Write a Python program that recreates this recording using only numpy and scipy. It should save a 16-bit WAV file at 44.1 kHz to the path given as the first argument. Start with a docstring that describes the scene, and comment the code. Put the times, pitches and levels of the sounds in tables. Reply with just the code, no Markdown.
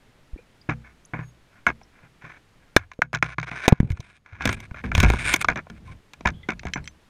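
"""Camera housing in a flooded cave

Underwater, on the move, the microphone sealed inside a camera's waterproof housing. Knocks, rattles
and rubbing reach it straight through the shell, which sways on its mount. Gulps of air and water and
heavy knocks thump close by, and the heaviest overload it. Bubbles chirp, metal gear clinks, and behind
it all lie a hiss, low churning and one faint whistle."""
import sys
import numpy as np
from scipy import signal
from scipy.fft import rfft, irfft
from scipy.io import wavfile
from scipy.ndimage import uniform_filter1d

SR = 44100
rng = np.random.default_rng(int(sys.argv[2]) if len(sys.argv) > 2 else 0)


def generate_wav(sig):
    """Save sig (samples, or channels by samples) to the path in sys.argv[1] as 16-bit PCM at SR."""
    pcm = np.round(np.clip(np.atleast_2d(sig).T, -1, 1) * 32767).astype(np.int16)
    wavfile.write(sys.argv[1], SR, pcm)


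N = 312669
TIME = np.arange(N) / SR
CONTACT_SPAN = 0.005 * SR  # a contact's level is its rms as if packed into this many samples


def amp(db):
    """Decibels to gain."""
    return 10 ** (np.asarray(db) / 20)


def unit(x):
    """Scales to an rms of one."""
    return x / np.sqrt(np.mean(x ** 2) + 1e-20)


def follow(curve):
    """A (time, value) curve at every sample."""
    return np.interp(TIME, *np.transpose(curve))


def add(mix, start_s, sound):
    """Mixes a sound in at its start time."""
    part = mix[max(round(start_s * SR), 0):][:len(sound)]
    part += sound[:len(part)]


def band(x, edges, order):
    """Causal band-pass."""
    return signal.sosfilt(signal.butter(order, edges, "bandpass", fs=SR, output="sos"), x)


def noise(colour):
    """Steady noise with the given spectrum."""
    hz, db = np.transpose(colour)
    gain = amp(np.interp(np.log(np.fft.rfftfreq(N, 1 / SR) + 1), np.log(hz), db))
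    return unit(irfft(gain * rfft(rng.standard_normal(N)), N))


def wander(per_s):
    """A random drift of about unit size."""
    return np.interp(TIME * per_s, np.arange(N), rng.standard_normal(N))


def slips(size, per_s, spread_db):
    """A train of tiny clicks of uneven size."""
    strengths = amp(spread_db * np.minimum(rng.exponential(1, size), 4))
    return unit((rng.random(size) < per_s / SR) * rng.choice([-1, 1], size) * strengths)


# spectrum of the background hiss: (frequency [Hz], density [dB])
HISS_SPECTRUM = [(20, 2.5), (60, -5.5), (120, -2.5), (280, -8.5), (500, -13), (1000, -16), (2000, -17.5),
                 (3000, -21), (6000, -29), (10000, -34), (14500, -41.5), (16000, -52.5)]
# its rise and fall: (time [s], level [dB])
HISS_LEVEL = [(0, 2.5), (2.76, 1.5), (3.1, -13), (3.7, -10), (4.2, -10.5), (4.7, 1), (5.35, 3), (5.65, 1.5),
              (7.08, 2.5)]

def hiss(level_db=-60):
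    """A hiss behind everything, lower through the heavy blows."""
    return amp(level_db + follow(HISS_LEVEL)) * noise(HISS_SPECTRUM)


# swell of the whistle: (time [s], level [dB])
WHISTLE_LEVEL = [(1.21, -100), (1.235, -77), (1.3, -74), (1.33, -100)]
# its partials: (frequency [Hz], level [dB])
WHISTLE_PARTIALS = [(6580, 12), (9800, 0.5), (13050, -4.5)]

def whistle(waver=0.006):
    """A thin, wavering whistle that surfaces briefly in the background."""
    phase_per_hz = 2 * np.pi * np.cumsum(1 + waver * wander(400)) / SR
    tone = sum(amp(db) * np.sin(hz * phase_per_hz) for hz, db in WHISTLE_PARTIALS)
    return amp(follow(WHISTLE_LEVEL)) * tone


# water moving just outside the housing: (time [s], level [dB])
CHURN_LEVEL = [(3.78, -35), (3.87, -32.5), (4.08, -56), (4.28, -60.5), (4.48, -28), (4.66, -44),
               (4.82, -43), (5, -21.5), (5.11, -24.5), (5.22, -29.5), (5.5, -33.5), (5.65, -58),
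               (5.93, -34.5), (6.06, -74), (6.28, -35), (6.42, -47.5), (6.84, -42), (7, -75.5)]
# its spectrum: (frequency [Hz], density [dB])
CHURN_SPECTRUM = [(20, -8.5), (60, 7), (170, 0), (260, -9), (450, -19.5), (900, -26.5), (3000, -80)]

def churn(level_db=-5, wake_db=9.5, wake_s=0.051, size=20000):
    """Water churns past the moving housing, stirred up for a moment by each bump."""
    fade_in = np.clip((TIME - CHURN_LEVEL[0][0]) * 20, 0, 1)
    wake = np.ones(N)
    for start, *_ in HOUSING_BUMPS:
        add(wake, start, amp(wake_db) * np.exp(-TIME[:size] / wake_s))
    return fade_in * wake * amp(follow(CHURN_LEVEL) + level_db) * noise(CHURN_SPECTRUM)


def chirp(db, hz, t60, glide, wobble=0.045, rise_s=0.00037, size=8000):
    """One ringing tone, its wobbling pitch creeping upward as it dies."""
    t = TIME[:size]
    waver = 1 + wobble * unit(uniform_filter1d(rng.standard_normal(size), size=60))
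    pitch = np.minimum(hz * waver * 2 ** (glide * t), SR / 2)
    envelope = amp(db - 60 * t / t60) * (1 - np.exp(-t / rise_s))
    return envelope * np.sin(2 * np.pi * np.cumsum(pitch) / SR)


# bubble chirps, short clicks and the brief ring of hard knocks:
# (time [s], level [dB], pitch [Hz], t60 [s], glide [octaves/s])
CHIRPS_AND_PINGS = [(.333, -37, 2390, 0.0024, 1), (0.361, -30, 303, 0.026, 5),
                    (.377, -49, 2390, 0.15, 0.28), (0.389, -40, 478, 0.054, 3.3),
                    (0.614, -46, 4900, 0.036, 1), (1.051, -40, 6270, 0.02, 30),
                    (1.057, -42, 9800, 0.011, 8.9), (1.832, -50, 5330, 0.045, 2.2),
                    (2.768, 2, 1613, 0.015, 1), (2.992, -24.5, 479, 0.023, 2.6),
                    (3.0201, -1.5, 1654, 0.015, 1), (3.029, -50, 1526, 0.12, .2),
                    (5.446, -7.5, 1180, 0.017, 3.4), (5.88, -42.5, 1057, 0.17, 0.37),
                    (6.336, -56, 3280, 0.51, .1), (6.43, -46.5, 3370, 0.078, 0.07),
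                    (6.433, -40.5, 1990, .08, 0.13)]

def chirps_and_pings(far_count=45, far_db=-66, spread_db=10, low_hz=300, octaves=4, ring_cycles=50):
    """Bubbles chirp, clicks tick and hard knocks ring, over faint bubbles farther off in the cave."""
    out = np.zeros(N)
    for start, db, hz, t60, glide in CHIRPS_AND_PINGS:
        add(out, start, chirp(db, hz, t60, glide))
    for when, smallness, nearness in rng.random((far_count, 3)):
        hz = low_hz * 2 ** (octaves * smallness)
        add(out, when * N / SR, chirp(far_db + spread_db * nearness, hz, ring_cycles / hz, glide=2))
    return out


# metal gear touching, heard from inside the housing: (time [s], clack [dB], ring [dB], pitch [ratio])
GEAR_CLINKS = [(6.594, -37, -70, 1), (6.7359, -25, -30, 1), (6.842, -51, -53, 1.34), (6.856, -52, -51, 1),
               (6.8758, -33.5, -40.5, 1.03)]
# modes of the gear: (frequency [Hz], level [dB], t60 [s])
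GEAR_MODES = [(3120, 7, 0.023), (4030, -2, 0.024), (5940, 0.5, 0.069), (6250, -23, 0.077), (7250, -9, .06)]

def clinks(shell, clack_hz=(1900, 7000), fade_s=0.003, size=3000):
    """Metal gear touches: a thin clack through the shell, and the metal's own high ring."""
    out = np.zeros(N)
    for start, clack_db, ring_db, pitch in GEAR_CLINKS:
        touch = np.diff(rng.standard_normal(size + 1)) * np.exp(-TIME[:size] / fade_s)
        clack = band(signal.fftconvolve(touch, shell)[:size], clack_hz, order=3)
        add(out, start, amp(clack_db) * clack * np.sqrt(CONTACT_SPAN) / np.linalg.norm(clack))
        add(out, start, amp(ring_db) * ring([(hz * pitch, db, t60) for hz, db, t60 in GEAR_MODES]))
    return out


def ring(modes, size=26000):
    """Dying sines of a struck object."""
    t = TIME[:size]
    return sum(amp(db - 60 * t / t60) * np.sin(2 * np.pi * hz * t) for hz, db, t60 in modes)


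# low thumps close by: gulps of air and water, and the thud of heavy knocks:
# (time [s], level [dB], pitch [Hz], length [cycles])
LOW_THUMPS = [(0.333, -24, 40, 0.63), (1.668, -35, 63, 3.9), (2.765, 12, 495, 0.5), (2.991, -20, 247, 0.57),
              (3.6797, 0.5, 259, 0.49), (3.7245, 7.5, 146, 0.7), (3.803, -2, 145, 0.66),
              (3.83, -12, 157, 0.71), (3.845, -19, 129, 1.9), (3.905, -14, 100, 1.1),
              (3.926, -19.5, 76, 1.33), (3.996, -25, 111, 0.97), (4.327, -36.5, 94, 2.2),
              (4.455, -21.5, 250, 1.6), (4.715, -21.5, 75, 0.31), (4.95, -13, 77, 0.84),
              (4.979, -8, 84.5, 1.95), (5.002, -12.5, 71, 0.58), (5.05, -12.5, 55, 1.2),
              (5.071, -16, 58, 4.3), (5.103, -15, 48, 0.49), (6.258, -21.5, 68.6, 2.7),
              (6.657, -28, 71, 2.9)]

def thumps(onset_cycles=0.011, wobble_db=-27, wobble_cycles=1.2, size=6000):
    """A gulp or a heavy knock swings the pressure: a dip, a rebound, and a faint wobble after it."""
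    out = np.zeros(N)
    for start, db, hz, length in LOW_THUMPS:
        cycles = hz * TIME[:size]
        onset = 1 - np.exp(-(cycles / onset_cycles) ** 2)
        fall = np.exp(-(cycles / length) ** 3) + amp(wobble_db) * np.exp(-cycles / wobble_cycles)
        add(out, start, -amp(db) * onset * fall * np.sin(2 * np.pi * cycles))
    return out


# resonances of the shell around the microphone: (frequency [Hz], width [Hz], level [dB])
SHELL_RESONANCES = [(269, 450, 2), (463, 30, -6.5), (706, 250, 2.5), (1123, 490, 3.5), (1494, 570, 4),
                    (1574, 120, 3), (1654, 390, 2.5), (2139, 480, 4.5), (2454, 400, -2),
                    (3330, 2200, -15.5), (3444, 1200, -15.5), (5260, 1500, -17.5), (6040, 1300, -21.5),
                    (6960, 990, -24.5), (8510, 1200, -39), (10340, 3400, -42), (13000, 7700, -41)]
# the shell's body, middle, edge and fizz bands: (low [Hz], high [Hz])
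SHELL_BANDS = [(190, 900), (900, 2800), (2800, 8000), (8000, 14500)]

def shell_response(size=2048):
    """The shell's minimum-phase impulse response, whole and split into its bands."""
    freqs = abs(np.fft.fftfreq(size, 1 / SR))
    power = sum(amp(db) ** 2 / (1 + ((freqs - hz) / width * 2) ** 2) ** 2
                for hz, width, db in SHELL_RESONANCES)
    log_gain = 0.5 * np.log(power + 1e-10)
    spectrum = np.exp(np.conj(signal.hilbert(log_gain)))
    shell = np.fft.ifft(spectrum).real[:size // 2]
    return shell, np.array([band(shell, edges, order=3) for edges in SHELL_BANDS])


# narrow shell resonances: (frequency [Hz], width [Hz], level over the direct path [dB])
HOLLOW_RESONANCES = [(1010, 61, -3), (1436, 50, 3.5), (1690, 46, 3.5), (2296, 140, -0.5), (3730, 270, -7),
                     (6320, 270, 2.5), (8770, 180, 3)]

def hollow(drive, detune=0.039, uneven_db=4):
    """A rub or chatter builds up narrow resonances that differ a little with the place of contact."""
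    out = drive.copy()
    for hz, width, db in HOLLOW_RESONANCES:
        louder, higher = rng.uniform(-1, 1, 2)
        resonator = signal.iirpeak(hz * (1 + detune * higher), hz / width, fs=SR)
        out += amp(db + uneven_db * louder) * signal.lfilter(*resonator, drive)
    return out


# rubs along the shell, close to the microphone:
# (time [s], length [s], level [dB], swell over the stroke [dB], relative treble [dB])
RUB_STROKES = [(0.839, 0.094, -54.5, -25, -15), (1.154, .1, -47, -8, -28), (1.509, 0.1, -59, 10, -16),
               (1.912, 0.17, -58.5, 6, -18), (2.204, .19, -47.5, -7, -14.5), (2.582, 0.23, -68.5, -12, -24),
               (2.785, 0.073, -50, -21.5, -22), (3.239, 0.11, -40.5, -4, -9),
               (3.427, 0.023, -37, -13, -9.5), (3.457, 0.043, -38.5, 18, -10), (3.499, .18, -36, 11, -8),
               (3.687, .11, -52, -4, -13), (3.81, 0.25, -62.5, 0, -4), (4.007, 0.18, -58, 5, -3),
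               (4.245, 0.27, -52, 3, -14.5), (4.398, 0.16, -35.5, -1, -11.5), (4.488, 0.067, -46.5, 9, 4),
               (4.56, 0.11, -49.5, -2, -5), (4.741, 0.077, -43.5, 12, -12),
               (4.837, 0.062, -44.5, -24, -7.5), (4.924, 0.42, -36, -4, -4.5),
               (5.169, 0.17, -32.5, 24, 0.5), (5.352, 0.045, -42, -32, -6), (5.391, 0.0385, -38.5, 14, 3),
               (5.715, 0.072, -62, 10, -5), (5.85, 0.092, -55, 3, -3.5)]

def rubbing(shell, trim_db=-1, fizz_db=-6, judder_db=3.5, snags_per_s=60, snag_db=22):
    """Slips and snags drive the shell; each rub has its own brightness, and brighter rubs fizz more."""
    out = np.zeros(N)
    bite, let_go = 0.12, 0.11  # shares of a stroke
    judder = amp(judder_db * wander(130))
    body_hz, middle_hz, edge_hz, fizz_hz = SHELL_BANDS
    low_cut = band(shell, (340, SR / 2 - 1), order=1)
    responses = (band(low_cut, (body_hz[0], middle_hz[1]), order=4),
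                 band(shell, edge_hz, order=3),
                 band(shell, (fizz_hz[0], 10300), order=2))
    for start, length, db, swell_db, treble_db in RUB_STROKES:
        size = round(length * SR)
        snags = amp(snag_db) * (rng.random(SR) < snags_per_s / SR)
        friction = slips(SR, per_s=1100, spread_db=2) + snags + 0.28 * rng.standard_normal(SR)
        drive = hollow(friction[:size]) * judder[round(start * SR):][:size]
        dull, edge, fizz = (unit(signal.fftconvolve(drive, path)[:size]) for path in responses)
        progress = np.linspace(0, 1, size)
        touching = np.clip(np.minimum(progress / bite, (1 - progress) / let_go), 0, 1)
        pressure = amp(db + trim_db + swell_db * (progress - 0.5)) * touching
        bright = edge + amp(fizz_db + min(treble_db + trim_db, 0)) * fizz
        add(out, start, pressure * (dull + amp(treble_db) * bright))
    return out


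def contact(bands, db, body_db, edge_db, fizz_db, fade_s, tail_db=-20, size=2048):
    """A brief chatter rings the shell in each band; the higher bands have less tail."""
    t = TIME[:size]
    rise_s, tail_s, tail_db_per_band = 0.00045, 0.0093, -4
    tail = amp(tail_db + tail_db_per_band * np.arange(len(bands)))[:, None] * np.exp(-t / tail_s)
    push = (1 - np.exp(-t / rise_s)) * (np.exp(-t / fade_s) + tail)
    chatter = signal.fftconvolve(hollow(push * rng.standard_normal(size)), bands, axes=1)[:, :size]
    chatter /= np.linalg.norm(chatter, axis=1, keepdims=True)
    levels = db + np.array([body_db, 0, edge_db, edge_db + fizz_db])
    return np.sqrt(CONTACT_SPAN) * amp(levels) @ chatter


# taps directly on the shell:
# (time [s], level [dB], body re level [dB], edge re level [dB], fizz re edge [dB])
SHELL_TAPS = [(0.6962, -24.5, -10, -14.5, -33), (1.141, -31, 0.5, -32, -14), (1.6692, -36, -8, -3, -3),
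              (1.814, -52, 5, -10, -18), (2.916, -37, -16, -11.5, -34), (2.935, -55.5, -4, 1.5, -19),
              (3.131, -28, -1.5, -9, -17), (3.148, -20, -39, -8.5, -22), (3.429, -30, -15, -21, -15),
              (3.687, -21.5, 0, -1.5, -6.5), (3.723, -23.5, 4, -11, -26), (3.802, -29.5, -4.5, -11.5, -13),
              (3.903, -37.5, -13, -5, -15), (3.918, -43, -22, 3.5, -15), (3.972, -43.5, -9, -12.5, -26),
              (4.004, -50, 6, 8.5, -14), (4.261, -44, -17.5, -11, -24), (4.408, -26, -6.5, -22.5, -28),
              (4.422, -34.5, -18, -1.5, -26), (4.475, -21, -28, -6, -14), (4.492, -18.5, -6, -6, -21),
              (4.528, -38, 2, 10.5, -13), (4.603, -47, 3, 7, -10), (4.711, -41.5, -8, -14.5, -17),
              (4.744, -35.5, -6.5, -26, -15), (4.917, -21.5, -14, -18, -22), (4.951, -20, -6.5, 3, -18),
              (4.979, -20.5, -2, -3, -15), (5.002, -17.5, -34, 1, -11), (5.036, -18, 2, -5.5, -18),
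              (5.101, -18, -0.5, -6, -12), (5.136, -28, 9, -4.5, -11), (5.338, -20.5, -28, -0.5, -5),
              (5.34, -13.5, -6, 2, -13), (5.362, -25.5, -11, 0.5, -5), (5.414, -21.5, -16, -4, -7),
              (5.4457, -24, -4, -5, -26), (5.668, -47, 4.5, -28, -12), (6.135, -42.5, -7, 1.5, -13),
              (6.208, -43.5, 6.5, -5, -21.5), (6.253, -28, 2, -23.5, -17.5),
              (6.275, -18.5, -14, -13.5, -35), (6.633, -40.5, 0, -8, -20)]

def taps(bands, lead_s=0.00078):
    """Light, single contacts that leave the mount still."""
    out = np.zeros(N)
    for start, db, *colour in SHELL_TAPS:
        add(out, start - lead_s, contact(bands, db, *colour, fade_s=0.0027))
    return out


# modes of the mount that carries the housing: (frequency [Hz], level [dB], t60 [s])
MOUNT_MODES = [(61.4, -6.5, 0.74), (122.9, 1, 0.31), (155.4, 3, 0.23), (225, -14, 0.38), (292, -4, 0.081),
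               (493, -25, 0.33)]

def sway(upper_hz=200, passband_hz=(70, 900)):
    """The mount hums after bumps, each with its own strength of upper hum; a firm grip raises the pitch."""
    out = np.zeros(N)
    for start, *_, sway_db, grip, upper_db in HOUSING_BUMPS:
        modes = [(hz * grip, db + upper_db * (hz > upper_hz), t60) for hz, db, t60 in MOUNT_MODES]
        add(out, start, -amp(sway_db) * ring(modes))
    return band(out, passband_hz, order=2)


def shudder(bands, body_db=-5, edge_db=-23, decay_db_per_s=240, size=4096):
    """The dull, clicking chatter of the housing in its mount until it settles."""
    t = TIME[:size]
    rise_s, loose_s, settle_s = 0.0041, 0.039, 0.0091
    drive = hollow(slips(size, per_s=900, spread_db=4) + 0.3 * rng.standard_normal(size))
    body, middle, edge = (unit(signal.fftconvolve(drive, path)[:size]) for path in bands[:3])
    settling = np.exp(-np.maximum(t - loose_s, 0) / settle_s)
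    envelope = np.minimum(t / rise_s, 1) * amp(-decay_db_per_s * t) * settling
    return envelope * (amp(body_db) * body + middle + amp(edge_db) * edge)


# knocks on the housing, carried straight to the microphone:
# (time [s], blow [dB], body re blow [dB], edge re blow [dB], shudder [dB], first rebound [dB],
#  sway [dB], pitch from the grip [ratio], upper sway modes [dB])
HOUSING_BUMPS = [(.6895, -27, -3, -32, -25.5, -37, -25.5, 1, 6),
                 (1.135, -28.5, -7, -39, -33.5, -67, -32, 1, 6.5),
                 (1.191, -35.5, -15, -25, -40, -55, -31, 1, -4),
                 (1.6661, -10, -12, -22.5, -20, -35, -37, 1, 11.5),
                 (2.033, -60, -1, -20, -53, -72, -51.5, 1, -7), (2.24, -66, -10, -20, -43, -65, -45, 1, -1),
                 (2.7644, -8, -11.5, -0.5, -41.5, -46.5, -33, .65, -14),
                 (3.0189, -15, -12, -13, -46, -53, -38.5, 1.02, 3),
                 (3.1396, -22, -10, -16, -33.5, -28, -30, .97, -40),
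                 (3.226, -11, -13.5, -13, -33, -34, -31.5, 1, -21),
                 (3.3832, -19, -10, -20, -39.5, -32.5, -29, 1, -17.5),
                 (3.514, -30, -5, -14, -34, -57, -40, 1.01, -2),
                 (3.68, -15.5, 3.5, 1.5, -27, -39, -41.5, 1, -3),
                 (4.4548, -21, -8, 1.5, -30, -51, -30.5, 1.68, 9.5),
                 (4.84, -33, -10, -25, -36.5, -53, -31.5, 1.55, 3),
                 (5.03, -21, -10, -1.5, -19.5, -19, -30, 1.4, -7),
                 (5.485, -10, -11.5, -17, -21.5, -28, -33.5, 1.4, -7),
                 (5.558, -30.5, -12, -9, -26.5, -32.5, -39, 1.25, -14),
                 (5.7, -38.5, -8.5, -6.5, -58, -61, -40, 1.41, 0),
                 (6.256, -14.5, -9.5, -18, -22.5, -19, -29, 1.29, -24),
                 (6.488, -21, -2.5, -14.5, -28.5, -26.5, -35.5, 1.43, -29),
                 (6.653, -35, 4.5, -8, -35.5, -32, -35, 1.2, -23),
                 (6.758, -27, -1, -26, -32.5, -40, -34.5, 1.16, -20)]
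# tone of a rebound: (body re level [dB], edge re level [dB], fizz re edge [dB])
REBOUND_TONE = (-21.5, -6, -24.5)

def bumps(bands, lead_s=0.0005, graze_s=0.0015, swing_s=0.0155, rebounds=3, loss_db=10.5):
    """A blow lands; the housing shudders and rebounds once per swing of the mount, weaker each time."""
    out = np.zeros(N)
    for start, db, body_db, edge_db, shudder_db, rebound_db, *_ in HOUSING_BUMPS:
        fizz_db = -13.5 + 0.57 * edge_db  # a sharper blow has more fizz
        add(out, start - lead_s, contact(bands, db, body_db, edge_db, fizz_db, fade_s=0.0024))
        add(out, start - graze_s, amp(shudder_db) * shudder(bands))
        for k in range(rebounds):
            level_db = rebound_db - k * loss_db
            rebound = contact(bands, level_db, *REBOUND_TONE, fade_s=0.0017, tail_db=-28.5)
            add(out, start + (k + 1) * swing_s, rebound)
    return out


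def scene():
    """The cave in mono, from the microphone inside the housing."""
    shell, bands = shell_response()
    handling = rubbing(shell) + bumps(bands) + taps(bands) + sway()
    return (handling + thumps() + chirps_and_pings() + clinks(shell) + churn() + hiss() + whistle())[None]


def record(dry):
    """The heaviest blows clip at the microphone; the treble ends near 16 kHz."""
    clipped = np.clip(dry, -1, 1)
    low_pass = signal.firwin(511, 16200, window=("kaiser", 9), fs=SR)
    return signal.oaconvolve(clipped, low_pass[None], "same")


dry = scene()
out = record(dry)
generate_wav(out)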